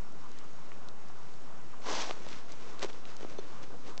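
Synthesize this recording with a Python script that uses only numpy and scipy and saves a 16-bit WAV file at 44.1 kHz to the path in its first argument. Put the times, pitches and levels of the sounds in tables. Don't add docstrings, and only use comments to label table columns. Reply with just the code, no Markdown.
import sys
import numpy as np
from scipy import signal
from scipy.fft import rfft, irfft
from scipy.io import wavfile

SR = 44100
rng = np.random.default_rng(int(sys.argv[2]) if len(sys.argv) > 2 else 0)


def to_wav(sig):
    pcm = np.clip(np.atleast_2d(sig), -1, 1) * 32767
    pcm = np.round(pcm).astype(np.int16)
    wavfile.write(sys.argv[1], SR, pcm.T)


N = 176400
TIME = np.arange(N) / SR
BIN_HZ = np.arange(N // 2 + 1) * SR / N


def from_db(db):
    return 10 ** (np.asarray(db) / 20)


def rms_one(x):
    return x / np.sqrt(np.mean(x ** 2) + 1e-20)


def colour(x, curve):
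    hz, db = np.transpose(curve)
    eq_db = np.interp(np.log(np.maximum(BIN_HZ, 1)), np.log(hz), db)
    return rms_one(irfft(rfft(x) * from_db(eq_db), N))


def band(x, low_hz, high_hz, order=2):
    sos = signal.butter(order, [low_hz, min(high_hz, .45 * SR)], "band", fs=SR, output="sos")
    return signal.sosfilt(sos, x + 1e-18)


def drift(rate_hz):
    knots = rng.standard_normal(4000)
    return rms_one(np.interp(TIME * rate_hz, np.arange(len(knots)), knots))


def swell(centre, length):
    return np.exp(-(2 * (TIME - centre) / length) ** 2)


def add(out, start, sound):
    i = int(start * SR)
    out[i:i + len(sound)] += sound[:max(N - i, 0)]


def grains(per_s, spread_db):
    sizes = from_db(spread_db * np.minimum(rng.exponential(1, N), 4))
    return (rng.random(N) < per_s / SR) * sizes * rng.choice([-1, 1], N)


def crack(low_hz, high_hz, spray, t60):
    t = TIME[:SR // 16]
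    click = 1. * (t == 0)
    tail = spray * rng.standard_normal(len(t)) * from_db(-60 * t / t60)
    return band(click + tail, low_hz, high_hz) / np.abs(band(click, low_hz, high_hz)).max()


def crackle(pitches, per_s):
    snaps = grains(per_s, spread_db=2.5)
    blade = rng.integers(0, len(pitches), N)
    rings = (signal.lfilter(*signal.iirpeak(hz, Q=3.3, fs=SR), snaps * (blade == k) + 1e-18)
             for k, hz in enumerate(pitches))
    return rms_one(sum(rings))


# (frequency [Hz], level [dB])
HUSH_EQ = [(30, -16.5), (60, -9), (115, -1.5), (240, -1), (550, -5), (900, -5.5), (1280, -6.5), (1700, -13),
           (3500, -19.5), (6500, -21.5), (8000, -26)]


def hush(level_db=-53, flicker_db=1.0):
    edges_hz = 25 * 2. ** np.arange(10)
    octave = np.searchsorted(edges_hz, BIN_HZ)
    spectrum = rfft(colour(rng.standard_normal(N), HUSH_EQ))
    air = sum(irfft(spectrum * (octave == k), N) * from_db(flicker_db * drift(rate_hz=15))
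              for k in range(len(edges_hz) + 1))
    return from_db(level_db) * rms_one(air)


# (frequency [Hz], level [dB])
WHINE_TONES = [(5425, -77), (6670, -78.5)]


def whine(width_hz=16):
    out = np.zeros(N)
    for hz, db in WHINE_TONES:
        tone = band(rng.standard_normal(N), hz - width_hz / 2, hz + width_hz / 2, order=1)
        out += from_db(db) * rms_one(tone)
    return out


BLADE_PITCHES = np.geomspace(600, 7000, 16)


def stirring(level_db=-75):
    return from_db(level_db) * crackle(BLADE_PITCHES[8:], per_s=30)


# (centre time [s], length [s], level [dB])
BREATHS = [(0.242, 0.13, -58), (0.442, 0.037, -53.5), (.70, 0.15, -62), (1.19, 0.074, -57),
           (1.518, 0.08, -60), (1.741, 0.027, -54), (2.744, 0.083, -54.5), (3.552, 0.11, -54),
           (3.944, 0.23, -56)]


def panting(mouth_hz=1076, width_hz=380):
    air = rms_one(band(rng.standard_normal(N), mouth_hz - width_hz / 2, mouth_hz + width_hz / 2))
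    return air * sum(from_db(db) * swell(centre, length) for centre, length, db in BREATHS)


# (time [s], level [dB])
CLINK_HITS = [(3.3842, -48.5), (3.392, -47)]
# (frequency [Hz], level [dB])
CLINK_MODES = [(3537, 0), (4188, 0), (6099, -0.67)]


def clink(t60=0.026):
    out, t = np.zeros(N), TIME[:SR // 10]
    for start, db in CLINK_HITS:
        for hz, mode_db in CLINK_MODES:
            add(out, start, from_db(db + mode_db - 60 * t / t60) * np.sin(2 * np.pi * hz * t))
    return out


# (time [s], level [dB], pitch [Hz])
TICK_HITS = [(.3165, -44, 4800), (.3875, -38.5, 5200), (.718, -42, 1450), (0.8865, -38, 4300),
             (1.0853, -44, 5830), (1.1, -47, 910), (2.015, -35, 4600), (2.2879, -37, 4400),
             (2.3147, -41, 3560), (2.3294, -34.5, 2700), (2.3873, -43, 4000), (2.5203, -36.5, 6100),
             (2.9306, -40, 3600), (3.0537, -38, 2900), (3.1664, -36, 4780), (3.2985, -45, 2800)]


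def ticks(edge_ratio=1.44, t60_cycles=19):
    out, t = np.zeros(N), TIME[:SR // 16]
    for start, db, hz in TICK_HITS:
        snap = crack(hz / edge_ratio, hz * edge_ratio, spray=0.19, t60=0.01)
        ring = 0.52 * np.sin(2 * np.pi * hz * t) * from_db(-60 * t * hz / t60_cycles)
        add(out, start, from_db(db) * (snap + ring))
    return out


# (time [s], body level [dB], treble level [dB])
SWISH_FADERS = [(1.81, -75, -63.5), (1.85, -47, -50), (1.865, -40.5, -45.5), (1.892, -37, -40),
                (1.962, -38.5, -39), (1.988, -40, -41), (2.018, -38, -36), (2.035, -42, -42.5),
                (2.07, -47, -46), (2.108, -40.5, -49.5), (2.16, -68, -62.5), (2.2, -70, -84)]
# (frequency [Hz], level [dB])
BODY_EQ = [(80, -21), (190, -7.5), (290, -1.5), (600, 0.5), (800, 1.5), (1060, 1.5), (1400, -5.5),
           (2200, -16.5), (5000, -47)]
# (frequency [Hz], level [dB])
SLIP_EQ = [(700, -28), (1550, 0.5), (4000, -0.5), (6100, -1), (7300, -10.5), (8300, -15.5)]


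def swish(clump_db=0.83, blades_db=-10):
    times, body_db, treble_db = np.transpose(SWISH_FADERS)
    clumps = from_db(clump_db * drift(rate_hz=300))
    body = colour(clumps * grains(per_s=1500, spread_db=0), BODY_EQ)
    slips = colour(clumps * grains(per_s=7000, spread_db=2), SLIP_EQ)
    treble = rms_one(slips + from_db(blades_db) * crackle(BLADE_PITCHES, per_s=640))
    return sum(layer * from_db(np.interp(TIME, times, db, left=-np.inf, right=-np.inf))
               for layer, db in [(body, body_db), (treble, treble_db)])


# (time [s], thud level [dB], thud pitch [Hz], thud t60 [s], slap level [dB], slap top edge [Hz])
FLAP_HITS = [(2.0956, -26.5, 476, 0.0071, -32, 4500), (2.1094, -15, 557, 0.0042, -26, 3400),
             (2.2653, -34, 600, 0.018, -39, 4000), (2.794, -36, 330, 0.016, -31.5, 7500),
             (2.8259, -31, 590, 0.0032, -27, 5500), (2.8285, -19.5, 420, 0.0081, -19.5, 5100),
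             (2.8355, -20, 443, 0.0048, -26.5, 6460), (2.8455, -23, 377, .02, -29, 6960),
             (2.8992, -33, 452, 0.0078, -36, 3800), (3.2085, -26.5, 374, 0.0056, -35.5, 3800),
             (3.23, -28, 336, 0.014, -36, 3400), (3.248, -24, 312, 0.012, -43, 3600),
             (3.3872, -27, 394, 0.038, -40, 4000), (3.978, -32.5, 580, 0.0093, -26.5, 4530)]


def flaps(bend=0.92, bend_s=0.00062, attack_s=0.00014):
    out, t = np.zeros(N), TIME[:SR // 16]
    for start, thud_db, hz, t60, slap_db, slap_top_hz in FLAP_HITS:
        cycles = hz * (t + bend * bend_s * (1 - np.exp(-t / bend_s)))
        envelope = (1 - np.exp(-t / attack_s)) * from_db(-60 * t / t60)
        thud = band(np.cos(2 * np.pi * cycles) * envelope, low_hz=160, high_hz=1890)
        slap = crack(low_hz=1100, high_hz=slap_top_hz, spray=0.17, t60=0.0058)
        add(out, start, -from_db(thud_db) * thud - from_db(slap_db) * slap)
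    return out


# (centre time [s], length [s], rustle level [dB], rub level [dB])
PAW_STROKES = [(.36, .12, -63.5, -83), (0.727, 0.24, -65, -63), (2.188, 0.18, -56, -52.5),
               (2.335, 0.16, -50.5, -56.5), (2.514, 0.081, -57.5, -59.5), (2.673, 0.25, -54.5, -58.5),
               (2.837, 0.051, -41.5, -43.5), (2.897, 0.021, -48.5, -50), (2.966, 0.084, -56.5, -54),
               (3.098, 0.099, -54.5, -57.5), (3.224, 0.065, -55, -59), (3.31, 0.085, -56.5, -56.5),
               (3.495, 0.31, -59, -53), (3.634, 0.026, -53, -54), (3.739, 0.075, -63, -51.5),
               (3.884, 0.087, -52.5, -50.5)]
# (frequency [Hz], level [dB])
RUSTLE_EQ = [(400, -11), (900, 6), (2400, 2.5), (4000, -1.5), (6000, -2), (8300, -12.5)]
# (frequency [Hz], level [dB])
RUB_EQ = [(50, -24), (120, -0.5), (220, -1), (480, 3), (800, -11), (1400, -11.5), (3000, -46)]


def scratching():
    rustle = colour(grains(per_s=4500, spread_db=4), RUSTLE_EQ)
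    rub = colour(grains(per_s=1500, spread_db=2.5), RUB_EQ)
    return sum(swell(centre, length) * (from_db(rustle_db) * rustle + from_db(rub_db) * rub)
               for centre, length, rustle_db, rub_db in PAW_STROKES)


def scene():
    bed = hush() + stirring()
    dog = panting() + swish() + scratching() + flaps() + ticks() + clink()
    return (bed + dog + whine())[None]


def record(dry, roll_off_hz=7790, cutoff_hz=8750, dc_offset=-0.0491):
    dull = signal.sosfilt(signal.cheby1(7, .5, roll_off_hz, fs=SR, output="sos"), dry)
    return signal.sosfilt(signal.cheby1(12, .2, cutoff_hz, fs=SR, output="sos"), dull) + dc_offset


dry = scene()
out = record(dry)
to_wav(out)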